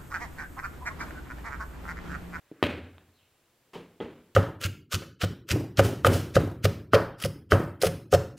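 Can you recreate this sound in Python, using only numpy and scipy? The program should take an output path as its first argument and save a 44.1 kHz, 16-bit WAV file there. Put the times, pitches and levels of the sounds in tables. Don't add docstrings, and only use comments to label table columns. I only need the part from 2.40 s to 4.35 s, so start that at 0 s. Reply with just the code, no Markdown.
import sys
import numpy as np
from scipy import signal
from scipy.fft import rfft, irfft
from scipy.io import wavfile

SR = 44100
rng = np.random.default_rng(int(sys.argv[2]) if len(sys.argv) > 2 else 0)


def master(y):
    cut = np.clip(np.atleast_2d(y).T, -1, 1)
    pcm = np.round(cut * 32767)
    wavfile.write(sys.argv[1], SR, pcm.astype(np.int16))


N = 85995
TIME = np.arange(N) / SR
KICK_S = .2272

# frequency in Hz, level in dB.
THUMP_TONE = [(30, -31), (100, -7.5), (180, -8.5), (330, 0.5), (700, -11.5), (950, -14), (1200, -5.5),
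              (1600, -23.5), (2800, -20.5), (4200, -30.5), (5800, -54.5), (15000, -63)]
# frequency in Hz, level in dB.
SLAP_TONE = [(100, -24), (600, -3.5), (1200, -2.5), (1750, -9), (2200, 0.5), (3000, -0.5), (4700, -9.5),
             (5600, -25.5), (15000, -30.5)]
# delay in seconds, thump level in dB, slap level in dB.
HOUSE_ECHOES = [(.0027, -14.5, -14), (.0105, -10.5, -3), (.0135, -18.5, -12), (0.0215, -19, -14),
                (.040, -18.5, -9)]
# frequency in Hz, level in dB.
KICK_WASH_TONE = [(25, -12), (50, -0.5), (80, 17), (160, 13), (260, 20), (480, 15.5), (750, 9.5), (1050, 4),
                  (1550, 8.5), (2000, 6), (2500, 7.5), (4000, -1), (5800, -16), (15000, -24.5)]
# pitch in Hz, level in dB, seconds to fade by 60 dB.
BALL_PING = [(1162, -40.5, 0.074), (1250, -32.5, 0.12), (2145, -43, 0.5), (2174, -43.5, 0.51),
             (2460, -38.5, 0.34), (2537, -44, .5), (2766, -43, 0.18), (2864, -38, 0.24), (3200, -46, 0.28),
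             (3930, -38.5, 0.11), (4814, -42, 0.071)]
# pitch in Hz, level in dB, seconds to fade by 60 dB.
PORCH_BOOM = [(78.6, -37, 0.61), (88.17, -33, .85), (94.5, -36, 0.46), (108.3, -38.5, .7), (125, -43, 0.35),
              (251, -34.5, .52), (268, -36, 0.64), (306.4, -34, .55), (481, -39.5, .5), (575, -34, 0.43)]
def kick(porch_delay_s=.00902):
    out = np.zeros(N)
    thump = -amp(26) * pulse(THUMP_TONE)
    slap = amp(-22) * burst(SLAP_TONE, hold_s=.0022, fade_s=.012)
    echoes = np.array(HOUSE_ECHOES)
    add(out, KICK_S, echoed(thump, echoes[:, [0, 1]]))
    add(out, KICK_S, echoed(slap, echoes[:, [0, 2]]))
    add(out, KICK_S, ring(BALL_PING))
    add(out, KICK_S, yard(pulse(KICK_WASH_TONE)))
    add(out, KICK_S + porch_delay_s, ring(PORCH_BOOM))
    return out


# frequency in Hz, level in dB.
CONCRETE_TONE = [(30, -7.5), (100, 0.5), (220, 0), (430, 16), (660, -2), (860, -3), (1100, -15),
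                 (2200, -26.5), (3100, -19), (5000, -37), (15000, -61)]
# delay in seconds, level in dB.
FAR_END_ECHOES = [(.0080, 1), (0.0167, -19), (0.0234, -3), (.0455, -7), (0.0584, -10)]
# frequency in Hz, level in dB.
BOUNCE_WASH_TONE = [(30, -5), (80, 6), (170, 9.5), (300, 15), (480, 11.5), (700, 0.5), (900, -0.5),
                    (1500, -5), (3100, -7.5), (5500, -25.5), (15000, -41.5)]
def far_hit(notes, thump_db, wash_db):
    thump = -amp(thump_db) * pulse(CONCRETE_TONE)
    wash = amp(wash_db) * yard(pulse(BOUNCE_WASH_TONE))
    return echoed(thump, FAR_END_ECHOES) + ring(notes) + wash


# pitch in Hz, level in dB, seconds to fade by 60 dB.
WALL_RING = [(171.4, -46, 0.61), (200.2, -47, 0.43), (464, -32, 0.07), (947, -38, .06), (2980, -36, 0.016)]
GROUND_RING = [(236.4, -39.5, 0.4), (455, -32.5, 0.14), (856.6, -38, 0.13), (1268, -47, 0.19),
               (2020, -49, 0.23), (2980, -40, 0.026), (3280, -36, 0.025)]
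def bounces(wall_s=1.3535, ground_s=1.6025):
    out = np.zeros(N)
    add(out, wall_s, far_hit(WALL_RING, thump_db=-12, wash_db=-9))
    add(out, ground_s, far_hit(GROUND_RING, thump_db=-1.5, wash_db=-2))
    return out


# frequency in Hz, level in dB.
SCRAPE_TONE = [(40, -1), (150, -12), (400, 4.5), (650, -6.5), (950, -1), (1400, -10.5), (3000, -8.5),
               (4500, -18), (7000, -25.5), (15000, -34)]
def scrape(start_s=1.3335):
    out = np.zeros(N)
    add(out, start_s, amp(-45.5) * burst(SCRAPE_TONE, hold_s=.018, fade_s=.39))
    return out


# start in seconds, thud level in dB, sole slap level in dB.
FOOTFALLS = [(.1150, 5, -43), (.1218, -1.5, -36), (0.5821, -22, -19)]
# frequency in Hz, level in dB.
THUD_TONE = [(30, -27.5), (130, -9), (320, 1.5), (480, -6), (700, -18.5), (2000, -49), (15000, -72.5)]
SOLE_TONE = [(50, -4), (500, 3), (1300, 1), (2300, -6), (3800, -3.5), (5000, -30.5), (15000, -33.5)]
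def footsteps(wash_db=-9):
    out = np.zeros(N)
    for start_s, thud_db, slap_db in FOOTFALLS:
        add(out, start_s, amp(thud_db) * pulse(THUD_TONE) + amp(slap_db) * pulse(SOLE_TONE))
    return out + amp(wash_db) * yard(out)


# frequency in Hz, level in dB.
CLOTH_TONE = [(60, -12), (400, 0.5), (900, -2), (1600, 4), (2500, -4), (4000, -18), (15000, -31.5)]
def clothes(rise_s=.14):
    until_kick = KICK_S - TIME
    swell = np.exp(-abs(until_kick) / rise_s) * (until_kick > 0)
    return amp(-64) * noise(CLOTH_TONE) * swell


# time in seconds, pitch in Hz, level in dB.
BIRD_NOTE = [(.73, 4197, -87), (.775, 4023, -67.5), (.80, 3100, -68), (.85, 2630, -72), (.88, 2630, -85)]
def bird(rasp_width_hz=630, wash_db=-3):
    times, hz, db = np.transpose(BIRD_NOTE)
    smoothing = signal.butter(2, rasp_width_hz / 2, fs=SR, output="sos")
    rasp = unit(signal.sosfilt(smoothing, rng.standard_normal(N)))
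    whistle = np.sin(2 * np.pi * np.cumsum(np.interp(TIME, times, hz)) / SR)
    loudness = amp(np.interp(TIME, times, db)) * (TIME > times[0]) * (TIME < times[-1])
    note = rasp * whistle * loudness
    return note + amp(wash_db) * yard(note)


# frequency in Hz, seconds to fade by 60 dB.
YARD_FADE = [(60, 1), (250, 0.69), (600, 0.65), (1500, 0.67), (3000, 0.6), (5500, .5), (11000, 0.5)]
def yard(sound, echoes_per_s=5000, clump_db=1.77, clump_s=.012, delay_s=.0025, build_s=.0067):
    echoes = rng.choice([-1., 1.], N) * (rng.random(N) < echoes_per_s / SR)
    clumps = amp(clump_db * np.interp(TIME / clump_s, np.arange(N), rng.standard_normal(N)))
    hz, times, bands = signal.stft(echoes * clumps, SR, nperseg=512)
    bands *= fade(times, read(YARD_FADE, hz)[:, None])
    wash = signal.istft(bands, SR, nperseg=512)[1][:N]
    wash *= np.clip((TIME - delay_s) / build_s, 0, 1)
    return signal.fftconvolve(sound, wash / np.linalg.norm(wash))[:N]


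# frequency in Hz, level in dB.
AIR_TONE = [(20, 6.5), (55, -2.5), (129, 0.5), (193, -4), (410, -1.5), (895, -7), (1340, -8.5), (3170, -11),
            (7300, -22), (15500, -23.5)]
def still_air():
    return amp(-70) * noise(AIR_TONE)


def amp(db):
    return 10 ** (np.asarray(db) / 20)


def unit(sound):
    return sound / np.sqrt(np.mean(sound ** 2) + 1e-20)


def fade(seconds, fade_s):
    return np.exp(-np.log(1000) * seconds / fade_s)


def read(table, hz):
    row_hz, values = np.transpose(table)
    return np.interp(np.log(hz + 1), np.log(row_hz + 1), values)


def add(mix, start_s, sound):
    part = mix[max(round(start_s * SR), 0):][:len(sound)]
    part += sound[:len(part)]


def pulse(tone, size=8192):
    hz = abs(np.fft.fftfreq(size, 1 / SR))
    log_gain = np.log(amp(read(tone, hz)))
    spectrum = np.exp(np.conj(signal.hilbert(log_gain)))
    return np.fft.ifft(spectrum).real[:size // 2]


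def noise(tone):
    gains = amp(read(tone, np.fft.rfftfreq(N, 1 / SR)))
    return unit(irfft(rfft(rng.standard_normal(N)) * gains, N))


def burst(tone, hold_s, fade_s):
    return noise(tone) * fade(np.maximum(TIME - hold_s, 0), fade_s)


def ring(notes, rise_s=.0008):
    ringing = sum(amp(db) * fade(TIME, fade_s) * np.sin(2 * np.pi * hz * TIME)
                  for hz, db, fade_s in notes)
    return ringing * (1 - np.exp(-(TIME / rise_s) ** 2))


def echoed(sound, echoes):
    out = np.zeros(N)
    add(out, 0, sound)
    for delay_s, db in echoes:
        add(out, delay_s, amp(db) * sound)
    return out


def scene():
    mono = kick() + bounces() + scrape() + footsteps() + clothes() + bird() + still_air()
    return np.array([mono, mono])


def record(dry, low_cut_hz=45, whine_hz=7510, high_cut_hz=15900):
    low_cut = signal.butter(2, low_cut_hz, "high", fs=SR, output="sos")
    high_cut = signal.firwin(511, high_cut_hz, window=("kaiser", 9), fs=SR)
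    whine = amp(-89) * unit(np.sin(2 * np.pi * whine_hz * TIME))
    hiss = amp(-73) * rng.standard_normal((2, N))
    mix = signal.sosfilt(low_cut, dry) + whine + hiss
    return signal.oaconvolve(mix, high_cut[None], "same")


dry = scene()
out = record(dry)
master(out)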